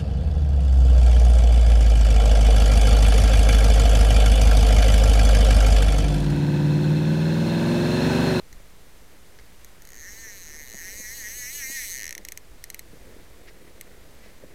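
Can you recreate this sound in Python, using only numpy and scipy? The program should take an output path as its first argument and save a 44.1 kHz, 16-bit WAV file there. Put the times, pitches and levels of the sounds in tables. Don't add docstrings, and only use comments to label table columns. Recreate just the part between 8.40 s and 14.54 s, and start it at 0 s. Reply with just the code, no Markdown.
import sys
import numpy as np
from scipy import signal
from scipy.fft import rfft, irfft
from scipy.io import wavfile
from scipy.ndimage import uniform_filter1d

SR = 44100
rng = np.random.default_rng(int(sys.argv[2]) if len(sys.argv) > 2 else 0)


def transcribe(u):
    v = np.clip(np.atleast_2d(u).T, -1, 1)
    q = np.round(v * 32767).astype(np.int16)
    wavfile.write(sys.argv[1], SR, q)


N = 270973
T = np.arange(N) / SR
RUN_START_S, RUN_END_S = 1.505, 3.654


def undb(db):
    return 10 ** (np.asarray(db) / 20)


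def unit(x):
    return x / np.sqrt(np.mean(x ** 2))


def curve(table, at):
    s, *columns = np.transpose(table)
    return [np.interp(at, s, column) for column in columns]


def colour(x, points):
    hz, db = np.transpose(points)
    f = np.maximum(np.arange(N // 2 + 1) * SR / N, 1)
    gain = undb(np.interp(np.log(f), np.log(hz), db))
    return unit(irfft(rfft(x, N) * gain, N))


def walk(rate):
    hold = int(SR / rate)
    steps = np.repeat(rng.standard_normal(N // hold + 1), hold)
    smooth = uniform_filter1d(uniform_filter1d(steps, hold), hold)
    return 1.1 * smooth[:N]


def add(out, s, sound):
    i = max(int(s * SR), 0)
    out[i:i + len(sound)] += sound[:max(N - i, 0)]


def ratchet(energy_db, drop_s, spool_grit, size):
    # (time [s], pawl peak [dB], spool relative to pawl [dB], rim relative to pawl [dB])
    single_teeth = [(0.1278, -42, -2.5, -7), (1.2463, -40.5, -5.5, 0), (3.7791, -32, 0, -3),
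                    (3.8501, -31.5, -4, -1.5), (3.8859, -32, -1.5, -0.5), (3.9208, -31.5, -2.5, 0.5),
                    (3.9743, -31.5, -3, -0.5), (4.2399, -31.5, -3, 0), (4.3013, -32, -3.5, 1.5),
                    (4.3448, -35.5, 2.5, 5), (4.3928, -34.5, -1.5, 3), (5.411, -38.5, 3.5, 6)]
    # (time [s], speed [teeth/s], acceleration [teeth/s^2], pawl peak [dB], spool relative [dB], rim relative [dB])
    start_motion = (1.4206, 23, 600, -43.5, -4, -1.5)
    coast_motion = (3.6546, 91.5, -605, -30, -1, -5.5)
    # (time [s], facing [0 edge on, 1 face on, more beyond])
    hand_turn = [(1.5, 0), (3.0, .58), (3.45, .72), (3.72, 1), (4.3, 1), (5.41, 1.5)]
    # (frequency [Hz], width [Hz], level [dB], swing before the part's multiple [dB], lobes [per turn],
    # angle of the loudest moment [turns])
    spool_modes = [(1805, 77, -2, 3.5, 1, 0.41), (1899, 44, 2, 3.2, 1, 0.42),
                   (2098, 107, -0.5, 2.4, 1, 0.55), (2410, 70, -11, 1, 1, 0.3), (2930, 90, -15, 3, 1, 0)]
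    pawl_modes = [(4060, 180, -1, 1, 1, .98), (4200, 300, -7, 1.5, 1, .05), (4500, 200, -10.5, 4.8, 1, .05),
                  (5670, 180, 0.5, 5.6, 1, 0.55), (6010, 220, 3, 2.2, 1, 0.48), (6300, 350, 0, 3, 2, .14),
                  (6490, 320, 4.5, 2.6, 1, 0.15)]
    rim_modes = [(7880, 210, 2.5, 1, 1, 0.044), (9180, 200, -7.5, 1.9, 2, 0.18), (8660, 220, -4.5, 4, 1, 1),
                 (10770, 380, -4, 1.9, 2, 0.017), (11230, 200, -3, 2.6, 1, 0.43),
                 (12100, 290, -4.5, 3.2, 2, .25), (13150, 380, -1, 1.4, 1, 0.84),
                 (13660, 340, -3, 2, 1, 0.12), (14450, 410, -8.5, 1.7, 2, 0.36)]
    teeth_per_turn = 45

    rows = np.vstack([slow_teeth(start_motion, count=5), running_teeth(scatter_db=0.68),
                      slow_teeth(coast_motion, count=7), single_teeth])
    times, db, spool_db, rim_db = rows[np.argsort(rows[:, 0])].T
    db = db + energy_db
    turns = (np.arange(len(times)) - np.searchsorted(times, RUN_START_S)) / teeth_per_turn
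    hz = np.arange(size // 2 + 1) * SR / size

    scrape = scrapes(times, length_s=.002, memory_s=.035, evenness=.5, size=size)
    drop = np.exp(-2j * np.pi * hz * drop_s)
    strike = drop + spool_grit * scrape

    facing = curve(hand_turn, times)[0][:, None]
    spool_slope = -17 + (9 - -17) * facing
    treble_slope = 5.5 + (-2.5 - 5.5) * facing
    spool_tilt = undb(spool_slope * np.log2(np.clip(hz, 1700, 2700) / 1950))
    treble_tilt = undb(treble_slope * np.log2(np.maximum(hz, 3500) / 10500))

    spool_body = body(spool_modes, hz, turns, swing=1.25, low_hz=1526, crack_db=-23.5)
    pawl_body = body(pawl_modes, hz, turns, swing=1.2, low_hz=3430, crack_db=-31)
    rim_body = body(rim_modes, hz, turns, swing=.7, low_hz=7500, crack_db=-24)
    parts = [(strike * spool_tilt * spool_body, db + spool_db),
             (scrape * treble_tilt * pawl_body, db),
             (scrape * treble_tilt * rim_body, db + rim_db)]

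    between_samples = np.exp(-2j * np.pi * hz / SR * (times * SR % 1)[:, None])
    spinning = (times > RUN_START_S) & (times < RUN_END_S)
    span_s = np.where(spinning, .13, .005)
    near = np.exp(-((times[:, None] - times) / span_s[:, None]) ** 2)
    clicks = 0
    for spectrum, part_db in parts:
        wave = irfft(spectrum * between_samples, size)
        energy = near @ np.sum(wave ** 2, axis=1) / near.sum(axis=1) / SR
        clicks = clicks + wave * (undb(part_db) / np.sqrt(energy))[:, None]
    out = np.zeros(N)
    for s, click in zip(times, clicks):
        add(out, s, click)
    return out


def running_teeth(scatter_db):
    # (time [s], speed before the wobble [teeth/s])
    pull_speed = [(1.5, 58.3), (1.688, 213), (1.867, 225.1), (2.083, 150.9), (2.202, 152.1), (2.326, 105.9),
                  (2.449, 189.2), (2.755, 234.9), (2.845, 214.2), (3.196, 284.8), (3.434, 246.4),
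                  (3.555, 136.8), (3.66, 80)]
    # (time [s], pawl peak before scatter [dB], rim relative to pawl [dB])
    lift_levels = [(1.5, -40.5, -7.5), (2.2, -39.6, -4.7), (2.35, -37, -4), (3.0, -34.7, -2.2),
                   (3.45, -31.7, -1.3), (3.65, -30.3, -5)]
    spool_db = -1.2
    jitter_s = 1.7e-5
    wobble_hz, wobble_crest_s = 5.15, 3.154
    wobble_share, wobble_at = .043, 250

    t = T[(T >= RUN_START_S) & (T <= RUN_END_S)]
    rate = curve(pull_speed, t)[0]
    depth = wobble_share * (rate / wobble_at) ** 2
    wobble = depth * np.cos(2 * np.pi * wobble_hz * (t - wobble_crest_s))
    passed = np.cumsum(rate * (1 + wobble)) / SR
    count = int(round(passed[-1]))
    times = np.interp(np.arange(1, count) / count * passed[-1], passed, t)

    level_chance, time_chance = rng.standard_normal((len(times), 2)).T
    db, rim_db = curve(lift_levels, times)
    slipped = times + jitter_s * time_chance
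    return np.column_stack([slipped, db + scatter_db * level_chance, np.full(len(times), spool_db), rim_db])


def slow_teeth(motion, count):
    start, rate, acceleration, *levels = motion
    k = np.arange(count)
    reached = np.sqrt(np.maximum(rate ** 2 + 2 * acceleration * k, 0))
    return [(s, *levels) for s in start + 2 * k / (rate + reached)]


def scrapes(times, length_s, memory_s, evenness, size):
    grit = rng.standard_normal((len(times), size))
    alike = np.exp(-np.diff(times) / memory_s)
    for k, a in enumerate(alike):
        grit[k + 1] = a * grit[k] + np.sqrt(1 - a * a) * grit[k + 1]
    contact = np.exp(-(T[:size] / length_s) ** 4)
    spectra = rfft(grit * contact)
    for _ in range(2):
        evened = spectra / np.abs(spectra) ** min(evenness, 1)
        spectra = rfft(irfft(evened) * contact)
    return spectra / np.sqrt(np.mean(np.abs(spectra) ** 2, axis=1, keepdims=True))


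def body(modes, hz, turns, swing, low_hz, crack_db):
    power = undb(2 * crack_db)
    for f, width, db, swing_db, lobes, angle in modes:
        facing = (swing * np.cos(2 * np.pi * round(lobes) * (turns - angle)))[:, None]
        detuning = (hz * hz - f * f) / ((hz + 1) * width)
        power = power + undb(db + swing_db * facing) ** 2 / (1 + detuning ** 2)
    power = power / (1 + (low_hz / (hz + 1)) ** 16)
    power = power / (1 + (hz / (1.15 * modes[-1][0])) ** 16)
    cepstrum = irfft(np.log(power + 1e-7))
    cepstrum[:, 0] /= 2
    cepstrum[:, len(hz) - 1:] = 0
    return np.exp(rfft(cepstrum))


def bank(x, wet_db, t60, damp_hz):
    t = T[:SR // 8]
    decay = np.exp(-np.log(1000) * t / t60)
    tail = rng.standard_normal(len(t)) * decay * (t > .002)
    tail = signal.lfilter(*signal.butter(1, min(damp_hz, SR / 3), fs=SR), tail)
    tail = tail / np.sqrt(np.sum(tail ** 2))
    return x + undb(wet_db) * signal.fftconvolve(x, tail)[:N]


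def gear(t60, grit):
    # (time [s], peak [dB], pitch [Hz])
    bumps = [(2.342, -36.5, 380), (2.597, -38.5, 380), (3.297, -37.5, 470), (3.765, -40.5, 500),
             (3.792, -39.5, 450), (4.532, -39.5, 340), (4.764, -39.5, 390), (4.799, -42, 440),
             (5.86, -41.5, 450), (6.036, -34, 350)]
    # (time [s], level [dB], Gaussian length [s])
    noise_bursts = [(0.9893, -43, .0012), (0.998, -53, .004), (5.086, -48, 0.013), (5.85, -57.5, 0.059)]

    out, t = np.zeros(N), T[:SR // 8]
    for s, db, hz in bumps:
        push = np.exp(-np.log(1000) * t / t60) * grit * rng.standard_normal(len(t))
        push[0] += 1
        band = signal.butter(3, [hz / 2.3, hz * 1.36], "band", fs=SR, output="sos")
        knock = signal.sosfilt(band, push)
        add(out, s, knock / np.abs(knock).max() * undb(db))
    rustle = colour(rng.standard_normal(N), [(300, -12), (1100, -13), (2000, 5.5), (3200, -8.5),
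                                             (5500, -6), (9000, -31), (16000, -32)])
    envelope = sum(undb(db) * np.exp(-((T - s) / length) ** 2) for s, db, length in noise_bursts)
    return out + rustle * envelope


def rubbing(grain_db, flicker_db):
    # (time [s], level [dB])
    rub_levels = [(0.0, -62), (0.7, -59), (3.4, -57.7), (4.4, -57.2), (5.0, -53), (5.8, -56), (6.14, -54.5)]
    # (frequency [Hz], relative density [dB per Hz])
    rub_colour = [(120, -6), (220, -3), (400, -0.5), (550, -2.5), (800, -14.5), (1300, -19), (2000, -11.5),
                  (3000, -24), (8000, -30.5)]
    unevenness_db = grain_db * walk(160) + flicker_db * walk(14)
    slips = rng.standard_normal(N) * undb(unevenness_db)
    return colour(slips, rub_colour) * undb(curve(rub_levels, T)[0])


def river(ripple_db):
    # (frequency [Hz], relative density [dB per Hz])
    river_colour = [(88, -38), (150, -3), (448, -8), (979, -9.5), (1760, -10.5), (2060, -10.5), (2550, -13),
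                    (4410, -14.5), (5460, -16.5), (5910, -15.5), (14500, -20), (16000, -28)]
    level_db = -56 + ripple_db * walk(7.8)
    return colour(rng.standard_normal(N), river_colour) * undb(level_db)


def air():
    # (frequency [Hz], relative density [dB per Hz])
    air_colour = [(5, -17), (15, 2), (24, 1), (36, -5.5), (48, 0), (62, -3), (78, -9), (100, -10.5),
                  (150, -18), (250, -27.5), (500, -60)]
    gust_db, gust_hz = 1.2, 9
    puff_s, puff_db, puff_length_s = .17, 6.5, .05
    puff = puff_db * np.exp(-((T - puff_s) / puff_length_s) ** 2)
    level_db = -52.5 + gust_db * walk(gust_hz) + puff
    return colour(rng.standard_normal(N), air_colour) * undb(level_db)


def scene():
    clicks = ratchet(energy_db=-29.5, drop_s=0.00019, spool_grit=0.43, size=2048)
    reel = bank(clicks, wet_db=-15, t60=0.031, damp_hz=6000)
    around = gear(t60=0.067, grit=0.14) + rubbing(grain_db=2.5, flicker_db=1.27)
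    return (reel + around + river(ripple_db=0.6) + air())[None]


def record(dry):
    top_hz, dc_offset = 16000, .0052
    low_pass = signal.ellip(8, .2, 70, top_hz, fs=SR, output="sos")
    return signal.sosfilt(low_pass, dry) + dc_offset


dry = scene()
out = record(dry)
transcribe(out)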